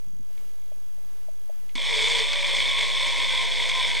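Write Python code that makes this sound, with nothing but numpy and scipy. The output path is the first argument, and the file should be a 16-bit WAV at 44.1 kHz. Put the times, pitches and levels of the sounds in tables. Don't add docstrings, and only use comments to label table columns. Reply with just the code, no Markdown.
import sys
import numpy as np
from scipy import signal
from scipy.fft import rfft, irfft, next_fast_len
from scipy.io import wavfile
from scipy.ndimage import uniform_filter1d, map_coordinates

SR = 44100
rng = np.random.default_rng(int(sys.argv[2]) if len(sys.argv) > 2 else 0)


def waveform_to_disk(signal):
    frames = np.transpose(np.atleast_2d(signal))
    scaled = np.clip(frames, -1, 1) * 32767
    samples = np.round(scaled).astype(np.int16)
    wavfile.write(sys.argv[1], SR, samples)


def level_to_linear(level):
    exponent = np.asarray(level, float) / 20
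    return 10 ** exponent


N = 176400
T = np.arange(N) / SR
MOTOR_ON_S = 1.7535

# frequency in Hz, bandwidth in Hz, level in dB.
CHATTER_MODES = [(1730, 880, -4), (4710, 460, 3), (6300, 1300, -4.5), (7970, 1170, -5), (11000, 2500, -22)]


def unit(x):
    return x / np.sqrt(np.mean(x ** 2) + 1e-20)


def along(points, hz):
    f, v = np.transpose(points)
    return np.interp(np.log(hz + 1), np.log(f + 1), v)


def wobble(rate):
    knots = rng.standard_normal(int(N * rate / SR) + 4)
    return map_coordinates(knots, [T * rate])


def filtered(x, response):
    m = next_fast_len(N + SR // 2)
    return irfft(rfft(x, m) * response(np.fft.rfftfreq(m, 1 / SR)), m)[..., :N]


def ringing(x, modes, signs="+-" * 7):
    def response(f):
        total = 0
        for sign, (centre, width, db) in zip(signs, modes):
            resonance = 1j * f * width / (centre * centre - f * f + 1j * f * width)
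            total = total + int(sign + "1") * level_to_linear(db) * resonance
        return total
    return filtered(x, response)


def coloured(spectrum, size=N):
    return unit(filtered(rng.standard_normal(size), lambda hz: level_to_linear(along(spectrum, hz))))


def gate(start, length, edge):
    return np.clip(np.minimum(T - start, start + length - T) / edge + .5, 0, 1)


def fade(start, t60, rise):
    u = np.maximum(T - start, 0)
    return (1 - np.exp(-(u / rise) ** 2)) * level_to_linear(-60 * u / t60)


def preamp_hiss():
    # frequency in Hz, level in dB per Hz.
    hiss_spectrum = [(88, -31), (150, -5), (351, -6), (469, -6), (615, -9), (1520, -14), (2470, -13),
                     (15200, -18)]
    # frequency in Hz, left-right correlation from -1 to 1.
    likeness = [(60, -0.68), (240, 1), (950, 0.98), (3770, 0.37), (15000, 0.67)]

    def mid_side_split(hz):
        angle = np.arccos(np.clip(along(likeness, hz), -1, 1)) / 2
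        return np.array([np.cos(angle), np.sin(angle)])
    noise = coloured([(90, -60), (135, -25)] + hiss_spectrum, size=(2, N))
    mid, side = filtered(noise, mid_side_split)
    return level_to_linear(-62.5 + 1.6 * wobble(5.2)) * np.array([mid, side]) / np.std(mid)


def low_drift():
    # frequency in Hz, level in dB per Hz.
    drift_spectrum = [(2, 8), (20, -14), (40, -12.5), (62, -33), (85, -34), (110, -120)]
    return level_to_linear(-55.5) * coloured(drift_spectrum)


def circuit_buzz():
    # frequency in Hz, bandwidth in Hz, level in dB.
    buzz_modes = [(3290, 110, -5), (6610, 330, -3), (9700, 330, -6)]
    rate_hz, first_s, burst_t60, weak = 48.82, .0022, 0.022, 0.36
    beat = (T - first_s) * rate_hz
    strong_burst = level_to_linear(-60 * (beat % 1) / rate_hz / burst_t60)
    weak_burst = weak * level_to_linear(-60 * ((beat + .5) % 1) / rate_hz / burst_t60)
    buzz = unit(ringing((strong_burst + weak_burst) * rng.standard_normal(N), buzz_modes))
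    return level_to_linear(-69.5 + 1.0 * wobble(5.8)) * buzz + level_to_linear(-69) * np.sin(2 * np.pi * beat)


def supply_sags():
    sag_times = [.178, .69, 1.18, 1.735, 2.2]
    depth, width_s, after_s, after_depth = 0.0061, 0.0072, .068, 0.69

    def dip(s):
        return np.exp(-((T - s) / width_s) ** 2)
    return depth * sum(dip(s) + after_depth * dip(s + after_s) for s in sag_times)


def camera():
    mid, side = preamp_hiss()
    mid = mid + circuit_buzz() + low_drift()
    side = side - supply_sags()
    return np.array([mid + side, mid - side])


def sleeve_rub():
    rub = coloured([(60, -120), (90, -1), (200, 1), (320, -10), (500, -30), (700, -120)])
    return level_to_linear(-61.5 + 2.5 * wobble(34)) * gate(0.052, .18, 0.047) * rub


def finger_taps():
    # start in seconds, level in dB, frequency in Hz.
    taps = [
        (.303, -47, 656),
        (.7165, -34, 613),
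        (.978, -45, 603),
        (1.2835, -29, 633),
        (1.495, -25.5, 625),
        (2.81, -23, 680),
    ]
    t60, rise_s, after_s, after_db = 0.021, 0.0028, 0.0064, -12.5
    out = 0
    for s, db, hz in taps:
        envelope = fade(s, t60, rise_s) + level_to_linear(after_db) * fade(s + after_s, t60, rise_s)
        out = out + level_to_linear(db) * envelope * np.sin(2 * np.pi * hz * (T - s))
    return out


def switch_creaks():
    # start in seconds, level in dB.
    clicks = [
        (0.377, -51.5),
        (.62, -60.5),
        (1.691, -45.5),
        (1.71, -58),
    ]
    creak = unit(ringing(rng.standard_normal(N), [(2200, 220, 8), (3500, 610, 0.5), (4300, 420, -3)]))
    return sum(level_to_linear(db) * fade(s, 0.038, 0.00087) for s, db in clicks) * creak


def start_thud():
    return level_to_linear(-30.5) * fade(MOTOR_ON_S, 0.051, 0.00067) * np.sin(2 * np.pi * 250 * (T - MOTOR_ON_S))


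def gear_teeth(cycles):
    jitter, wash = .35, 0.67
    scatter_db, biggest = 3.5, 1.6
    at = np.flatnonzero(np.diff(np.floor(cycles)))
    timing, size = rng.standard_normal((len(at), 2)).T
    at = np.clip(at + jitter * timing * np.gradient(at), 0, N - 1).astype(int)
    blows = np.bincount(at, level_to_linear(scatter_db * np.minimum(size, biggest)), N)
    scrapes = np.convolve(blows, level_to_linear(-60 * T[:SR // 50] / 0.0061))[:N]
    turn = np.cos(2 * np.pi * cycles / 10 + 1 * wobble(11))
    swell = level_to_linear(2 * turn + 0.5 * wobble(60) + 1.0 * wobble(14))
    return swell * (unit(scrapes) + wash) * rng.standard_normal(N)


def backlash_knocks():
    # start in seconds, peak level in dB.
    knocks = [
        (1.7532, -28.5),
        (1.9494, -25.5),
        (2.3306, -22),
        (2.4663, -30),
        (2.809, -25),
        (3.6896, -23.5),
    ]
    return sum(level_to_linear(db) * fade(s, 0.037, 0.0004) for s, db in knocks) * rng.standard_normal(N)


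def structure_rattle(drive, knock, strength):
    # frequency in Hz, bandwidth in Hz, level in dB.
    housing_modes = [(2132, 127, -13.5), (2255, 201, 2), (3050, 200, -4), (3304, 185, -1.5),
                     (3536, 227, 3.5), (3800, 89, -3.5), (4367, 235, -10.5), (4740, 62, -18),
                     (5370, 123, -11), (6110, 100, -23), (6850, 95, -20), (8100, 270, -15),
                     (8720, 220, -22.5), (11400, 81, -56)]
    # frequency in Hz, bandwidth in Hz, level in dB.
    board_modes = [(249, 230, -31), (434, 60, -18), (571, 58, -12.5), (680, 24, -14.5), (979, 85, -9.5),
                   (1080, 82, -12), (1510, 57, -39)]

    def levelled(x):
        return x * np.linalg.norm(strength) / np.linalg.norm(x)
    housing = levelled(ringing(drive + 1.3 * knock, housing_modes, "++++-+-+-+-+-+"))
    return housing + level_to_linear(-14.5) * levelled(ringing(drive, board_modes))


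def air_noise(on, rattle_db):
    # frequency in Hz, level in dB per Hz.
    air_spectrum = [(88, -59), (150, -16), (1030, -12), (1380, -30), (2140, 4.5), (2700, -27), (3400, -2.5),
                    (8410, -18), (15000, -53)]
    return level_to_linear(-8) * on * level_to_linear(rattle_db + 1.18 * wobble(40)) * coloured(air_spectrum)


def mesh_tone(order, cycles, level_db):
    phase = order * (2 * np.pi * cycles + 0.51 * wobble(30))
    return level_to_linear(level_db + 1.5 * wobble(25.07)) * np.sin(phase)


def strain_chatter(cycles):
    return level_to_linear(-39) * gate(1.945, .265, 0.0066) * unit(ringing(gear_teeth(cycles), CHATTER_MODES))


def passing_hums():
    # start in seconds, length in seconds, frequency in Hz, bandwidth in Hz.
    hums = [(1.93, .3, 436, 10), (1.9, .33, 461, 12), (2.95, 1.1, 953, 22), (3.35, .55, 680, 12),
            (3.83, .25, 148, 5), (3.3, .7, 450, 14), (3.2, .9, 1560, 40), (1.85, .35, 940, 50)]
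    # level of the hum in the same row, in dB.
    hum_levels = [-43.5, -43, -46, -51.5, -56, -53.5, -51, -48.5]
    out = 0
    for (s, length, centre, width), db in zip(hums, hum_levels):
        narrow = ringing(rng.standard_normal(N), [(centre, width, 0)])
        hum = ringing(narrow, [(centre, 2 * width, 0)])
        out = out + level_to_linear(db) * gate(s, length, 0.066) * unit(hum)
    return out


def motor():
    # time in seconds, tooth rate in Hz, rattle in dB, mesh tone in dB, its octave in dB.
    run = [(1.755, 551.2, -34.5, -51, -61), (1.84, 565, -29.5, -47.5, -51), (1.95, 575.2, -27, -42, -53),
           (2.05, 572, -25.5, -47, -55), (2.2, 576.3, -25.5, -51, -49), (2.26, 581.8, -28.5, -49.5, -48),
           (2.36, 576.7, -28, -39.5, -45), (2.55, 556.4, -26.5, -37, -53), (2.75, 540.3, -27.5, -44.5, -35),
           (2.818, 545.7, -26, -55, -39.5), (2.95, 537.1, -27.5, -50, -37.5), (3.2, 530.6, -26.5, -58, -39),
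           (3.46, 523, -28, -51, -37.5), (3.58, 520.3, -27, -48.5, -62), (3.76, 522, -27.5, -50, -34),
           (3.9, 488, -26.5, -56, -40.5), (4.0, 467, -29, -56.5, -51)]
    s, *columns = np.transpose(run)
    tooth_hz, rattle_db, tone_db, octave_db = [np.interp(T, s, c) for c in columns]
    cycles = np.cumsum(tooth_hz + 2.5 * wobble(14)) / SR
    on = np.clip((T - MOTOR_ON_S) / 0.0013, 0, 1)
    strength = on * level_to_linear(rattle_db)
    knock = backlash_knocks()
    out = start_thud() + structure_rattle(strength * gear_teeth(cycles), knock, strength)
    out += air_noise(on, rattle_db)
    out += on * (mesh_tone(1, cycles, tone_db) + mesh_tone(2, cycles, octave_db))
    out += strain_chatter(cycles) + 1.73 * ringing(knock, CHATTER_MODES)
    return out + passing_hums()


def room(x):
    t = T[:SR // 3]
    tail = uniform_filter1d(rng.standard_normal(len(t)), size=3) * level_to_linear(-60 * t / 0.22)
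    delayed = np.pad(x, (200, 0))
    return signal.fftconvolve(delayed, tail / np.linalg.norm(tail))[:N]


def scene():
    # frequency in Hz, gain in dB.
    capsule = [(100, -9), (350, -1.5), (1100, 0), (1350, -5), (1800, 0), (8800, 0), (10000, -2.5),
               (13000, -8)]
    own_noise = camera()
    touch = sleeve_rub() + finger_taps() + switch_creaks()
    whir = filtered(motor(), lambda hz: level_to_linear(along(capsule, hz)))
    return whir + touch + room(level_to_linear(-12.5) * whir + level_to_linear(-24) * touch) + own_noise


def band_limit(x):
    return signal.sosfilt(signal.butter(12, 15600, fs=SR, output="sos"), x)


def record(dry):
    common, opposed = .0011, .047
    offsets = np.array([[common + opposed], [common - opposed]])
    mix = filtered(dry, lambda hz: hz < 15290) + offsets
    return band_limit(mix)


dry = scene()
out = record(dry)
waveform_to_disk(out)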